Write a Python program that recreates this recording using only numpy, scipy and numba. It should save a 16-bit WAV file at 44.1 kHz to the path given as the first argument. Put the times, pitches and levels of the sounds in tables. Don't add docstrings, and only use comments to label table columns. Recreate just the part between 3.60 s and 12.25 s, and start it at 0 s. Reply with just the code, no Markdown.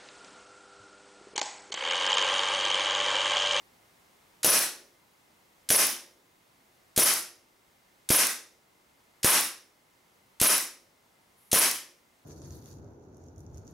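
import sys
import numpy as np
from scipy import signal
from scipy.fft import rfft, irfft
from scipy.io import wavfile
from scipy.ndimage import uniform_filter1d
from numba import njit

SR = 44100
rng = np.random.default_rng(int(sys.argv[2]) if len(sys.argv) > 2 else 0)


def transcribe(u):
    v = np.clip(np.atleast_2d(u).T, -1, 1)
    q = np.round(v * 32767).astype(np.int16)
    wavfile.write(sys.argv[1], SR, q)


def invert_db(x):
    u = np.asarray(x, float) / 20
    return 10 ** u


N = 381453
TIME = np.arange(N) / SR

# start_s, puff_on_microphone_db, slide_back_db, gas_into_room_db
SHOTS = [
    (0.8456, -26, -6, 2.5),
    (2.1040, -8, 8.5, 1),
    (3.3769, -5, 10.5, -0.5),
    (4.5039, 1.5, 2, 4),
    (5.6453, 1, -6, 12),
    (6.8144, -1.5, -14, 4.5),
    (7.93, -2, -15, 6.5),
]
# time_before_blast_s, level_db, decay_s
LOCK_CLICKS = [(.0150, -27, .003), (.0133, -23, .0015), (.0108, -20, .0006), (.0060, -20, .0008),
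               (.0027, -19, .004)]
# start_s, level_db
TRIGGER_TICKS = [(0.99, -9), (2.2673, -14.5), (3.5369, -14), (4.6686, -14.5), (5.8089, -14.5),
                 (6.979, -15.5), (8.1118, -18)]
# delay_s, level_db
SLIDE_BOUNCES = [(0, 1), (.0036, -3), (.0085, -1.5)]
# delay_s, level_db, left_minus_right_db, top_hz
NEAR_ECHOES = [(.0098, -9, 2, 6000), (.0145, -10, -2, 1500), (.0178, -9, 2, 6000)]

# pitch_hz, level_db, t60_s (time to fall 60 dB)
SLIDE_MODES = [(5650, -11, .025), (5950, -9, .025), (8600, -12, .02), (9900, -6, .015), (10170, -1, .03),
               (10550, 0, .03), (11100, -4, .015), (12300, -9, .015)]
TRAP_MODES = [(421, -6.5, 0.12), (490, -1.5, 0.023), (570, -9.5, 0.18), (1210, -14.5, 0.0037)]
BACKSTOP_MODES = [(600, 0.5, 0.011)]
BARREL_MODES = [(5560, -3, .012), (5800, 0.5, 0.01), (5920, -0.5, 0.013)]

# pitch_hz, level_db (per Hz)
GAS_COLOUR = [(100, -22.5), (300, -2.5), (1000, -9), (2000, -7.5), (4000, -9), (5100, -10), (5800, -3.5),
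              (6600, -4), (7400, -9), (8600, -3.5), (10400, 0.5), (12500, -4), (14500, -10), (16000, -13)]
CLACK_COLOUR = [(300, -47.5), (1000, -16.5), (2000, -7.5), (4000, -10), (5800, 0.5), (7400, -5),
                (10400, -2), (13000, 1), (16000, -18)]
HUM_COLOUR = [(15, -34.5), (25, -10), (84, -1.5), (190, 0.5), (335, -1), (363, -0.5), (439, -2.5),
              (677, -3), (734, -2.5), (911, -2), (1560, -8), (2110, -7), (2350, -9), (14800, -16.5),
              (16000, -15)]
STANDING_COLOUR = [(200, -25), (260, -9), (325, -11), (352, 2), (385, -10), (530, -5), (640, -9),
                   (800, -28)]
# pitch_hz, level_db (per Hz)
LOCK_COLOUR = [(300, -40), (1200, -9.5), (3000, -3), (5800, 1.5), (8000, 1), (10400, 4.5), (13000, -5.5),
               (16000, -20.5)]
SLAM_COLOUR = [(1000, -24.5), (4000, -11.5), (7400, -18.5), (10400, -2.5), (13000, 1.5), (16000, -19.5)]
TRIGGER_COLOUR = [(300, -52), (1500, -9.5), (4000, -6.5), (11000, 1.5), (14500, -1), (16500, -4), (19000, 9.5)]
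FAN_COLOUR = [(1900, -40.0), (2040, -2.5), (2080, 1.0), (2130, -4.0), (2300, -43)]
LEAK_COLOUR = [(5000, -30.0), (8500, -4), (10500, 5.0), (12500, 3.5), (14000, -42.0)]
# rate_hz, level_db (per Hz)
FAN_WANDER = [(1, -0.5), (6, 2), (15, -31), (40, -92.5)]

# pitch_hz, side_minus_mid_db
HUM_SIDE = [(60, -9), (110, -13.5), (200, -10), (380, -3.5), (700, -1.5), (1290, 0), (2380, -0.5),
            (4400, -5.5), (8120, -9.5), (15000, -21.5)]
# pitch_hz, t60_s, level_db, side_minus_mid_db
ROOM = [(59.9, 0.24, -19, -16), (154, 0.33, -10.5, -17), (284.7, 0.45, -9.5, -14.5),
        (353, 0.51, -19, -17.5), (463, 0.25, -5, -13), (752, 0.36, 5, -10), (1400, 0.39, 1, -8),
        (2850, 0.39, -2, -7.5), (5630, 0.41, -7, -7), (8440, 0.31, -3.5, -8.5), (11000, 0.31, -3.5, -15),
        (16200, 0.16, -3, -28.5)]

SHOT_S, PUFF_DB, SLIDE_BACK_DB, ROOM_GAS_DB = np.transpose(SHOTS)
CHILL = 1 - np.exp(-np.arange(len(SHOT_S)) / 1.2)
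CRACK_DB = -7 - 3 * CHILL
KNOCK_DB = 10 - 2.5 * CHILL
BARREL_DB = -8 * CHILL
STANDING_DB = -40 - 5.5 * CHILL
SLAM_DB, SLIDE_CYCLE_S = -8.5, .0562


def pistol():
    gas, clack = noise(GAS_COLOUR), noise(CLACK_COLOUR)
    fire = hits(SHOT_S, CRACK_DB)
    back = hits(SHOT_S + .021, SLIDE_BACK_DB - 15)
    slam = hits(SHOT_S + SLIDE_CYCLE_S, SLAM_DB)
    crack, boom = muzzle_crack(fire, gas, clack), pressure_boom(fire)
    vent, metal = venting_gas(gas), slide_metal(back, slam, clack)
    reset, knock = trigger_reset(), ring(hits(SHOT_S + .033, KNOCK_DB - 29), TRAP_MODES)
    blast = crack + invert_db(-13.5) * boom
    action = hammer_and_valve() + vent + metal + reset + knock + backstop_thud() + microphone_puff()

    slide = click(back * invert_db(19.0) + slam * invert_db(27), CLACK_COLOUR)
    blows = click(hits(SHOT_S, ROOM_GAS_DB + 16.0), GAS_COLOUR)
    blows = blows + slide + invert_db(-33.5) * ring(slide, SLIDE_MODES)
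    blows = blows + invert_db(-7.5) * (vent + metal) + knock + boom + reset
    blows = blows + ring(hits(SHOT_S, BARREL_DB), BARREL_MODES)
    return blast, action, blows


def muzzle_crack(fire, gas, clack):
    first = burst(fire * invert_db(10), .0016) * gas
    second = burst(hits(SHOT_S + .0043, CRACK_DB + 8), .0011) * clack
    return first + second


def pressure_boom(fire):
    swing = np.sin(np.linspace(0, 2 * np.pi, int(0.0019 * SR)))
    return invert_db(4.5) * signal.oaconvolve(fire, swing)[:N]


def venting_gas(gas):
    hiss = burst(hits(SHOT_S + 0.0083, CRACK_DB - 0.5), 0.051)
    held_back = burst(hits(SHOT_S + .009, CRACK_DB - 0.5), 0.008)
    return (hiss - .6 * held_back) * gas


def microphone_puff():
    push = signal.oaconvolve(hits(SHOT_S, PUFF_DB - 5.0), np.hanning(int(0.0022 * SR)))[:N]
    return signal.lfilter(*signal.butter(1, 55, "high", fs=SR), push)


def slide_metal(back, slam, clack):
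    rattle = burst(back, 0.011) * clack
    landing = slam + hits(SHOT_S + 0.018, CRACK_DB - 2.5)
    bounces = sum(invert_db(db) * np.roll(landing, int(after * SR)) for after, db in SLIDE_BOUNCES)
    rattle = rattle + burst(bounces * invert_db(10.5), 0.0021) * noise(SLAM_COLOUR)
    return invert_db(-4) * rattle + invert_db(-28.5) * ring(rattle, SLIDE_MODES)


def backstop_thud():
    flight_s = .0062 + .0027 * CHILL
    return ring(hits(SHOT_S + flight_s, -11), BACKSTOP_MODES)


def hammer_and_valve():
    clicks = sum(burst(hits(SHOT_S - before, db), decay) for before, db, decay in LOCK_CLICKS)
    return clicks * noise(LOCK_COLOUR)


def trigger_reset():
    tick = hits(*np.transpose(TRIGGER_TICKS))
    return burst(tick * invert_db(7.0), 0.0028) * noise(TRIGGER_COLOUR)


def near_echoes(blast):
    echoes = 0
    for lag, db, pan_db, top_hz in NEAR_ECHOES:
        band = signal.butter(1, [250, top_hz], "band", fs=SR)
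        dull = signal.lfilter(*band, np.roll(blast, int(lag * SR)))
        echoes = echoes + dull * invert_db(db + np.array([[pan_db], [-pan_db]]) / 2)
    return echoes


def room(x):
    count = int(SR * .8)
    t, hz = TIME[:count], np.fft.rfftfreq(count, 1 / SR)
    white, tail = rfft(rng.standard_normal((2, count))), 0
    for centre in 40 * 2 ** np.arange(0, 9, 1 / 3):
        octaves_away = abs(np.log2(np.maximum(hz, 1) / centre))
        mid, side = irfft(white * np.maximum(1 - 3 * octaves_away, 0), count)
        side = side * invert_db(on_log(centre, ROOM, column=3))
        t60, level_db = on_log(centre, ROOM, column=1), on_log(centre, ROOM, column=2)
        tail = tail + invert_db(level_db - 60 * t / t60) * np.array([mid + side, mid - side])
    tail = tail * np.clip((t - .006) / 0.033, 0, 1)
    return signal.oaconvolve(x[None], tail, axes=1)[:, :N]


def standing():
    strength = hits(SHOT_S + 0.023, STANDING_DB)
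    mid, side = noise(STANDING_COLOUR), invert_db(-15.5) * noise(STANDING_COLOUR)
    return burst(strength, .14) * np.array([mid + side, mid - side])


def background():
    return room_hum() + fan_whine() + gas_leak()


def room_hum():
    mid = noise(HUM_COLOUR)
    hz = np.fft.rfftfreq(N, 1 / SR)
    side = irfft(rfft(noise(HUM_COLOUR)) * invert_db(on_log(hz, HUM_SIDE)), N)
    early_db = 2 * np.exp(-TIME / 3.5)
    dip_db = -5.5 * burst(hits(SHOT_S, 0), 0.5)
    return np.array([mid + side, mid - side]) * invert_db(-65 + early_db + dip_db)


def fan_whine():
    wander_db = 1.5 * noise(FAN_WANDER)
    return invert_db(-82 + wander_db) * noise(FAN_COLOUR)


def gas_leak():
    start_s, rise_s = 7.765, 0.019
    open_valve = np.clip((TIME - start_s) / rise_s, 0, 1) * (TIME < SHOT_S[-1])
    return noise(LEAK_COLOUR) * invert_db(-67) * open_valve


def on_log(hz, table, column=1):
    table = np.array(table, float)
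    return np.interp(np.log(np.maximum(hz, 1)), np.log(table[:, 0]), table[:, column])


def noise(colour, count=N):
    spectrum = rfft(rng.standard_normal(count))
    x = irfft(spectrum * invert_db(on_log(np.fft.rfftfreq(count, 1 / SR), colour)), count)
    return x / x.std()


def hits(times, db):
    x = np.zeros(N)
    x[(np.asarray(times) * SR).astype(int)] = invert_db(db)
    return x


def burst(x, decay):
    fall = signal.lfilter([1], [1, -np.exp(-1 / (max(decay, 1e-4) * SR))], x)
    return uniform_filter1d(fall, size=15, origin=7)


def click(x, colour):
    hz = np.linspace(0, SR / 2, 257)
    taps = signal.firwin2(129, hz, invert_db(on_log(hz, colour)), fs=SR)
    return signal.oaconvolve(x, taps / np.sqrt(np.sum(taps ** 2)), "same")


def ring(x, modes):
    t = TIME[:SR]
    body = sum(invert_db(db - 60 * t / t60) * np.sin(2 * np.pi * hz * t) for hz, db, t60 in modes)
    return signal.oaconvolve(x, body)[:N]


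def scene():
    blast, action, blows = pistol()
    lean = invert_db(np.array([[.2], [-.2]]))
    direct = (blast + action) * lean
    return direct + near_echoes(blast) + invert_db(-25) * room(blows) + standing() + background()


@njit
def follow(x, attack, release):
    y, e = np.empty(len(x)), 1e-9
    for i in range(len(x)):
        e += (x[i] - e) * (attack if x[i] > e else release)
        y[i] = e
    return y


def limiter(dry):
    attack_s, release_s, ahead_s = 0.002, 0.012, 0.0024
    envelope = follow(abs(dry).max(axis=0), 1 / (attack_s * SR), 1 / (release_s * SR))
    gain = (1 + (envelope / invert_db(-15.5)) ** 3.61) ** (-.85 / 2.68)
    gain = np.roll(gain, -int(ahead_s * SR))
    return .41 * np.tanh(dry * gain / .41)


def band_limit(x):
    return signal.sosfilt(signal.butter(12, 17040, fs=SR, output="sos"), x)


def record(dry):
    top_cut = signal.ellip(8, .3, 45, 15750, fs=SR, output="sos")
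    mix = signal.sosfilt(top_cut, limiter(dry))
    return band_limit(mix)


dry = scene()
out = record(dry)
transcribe(out)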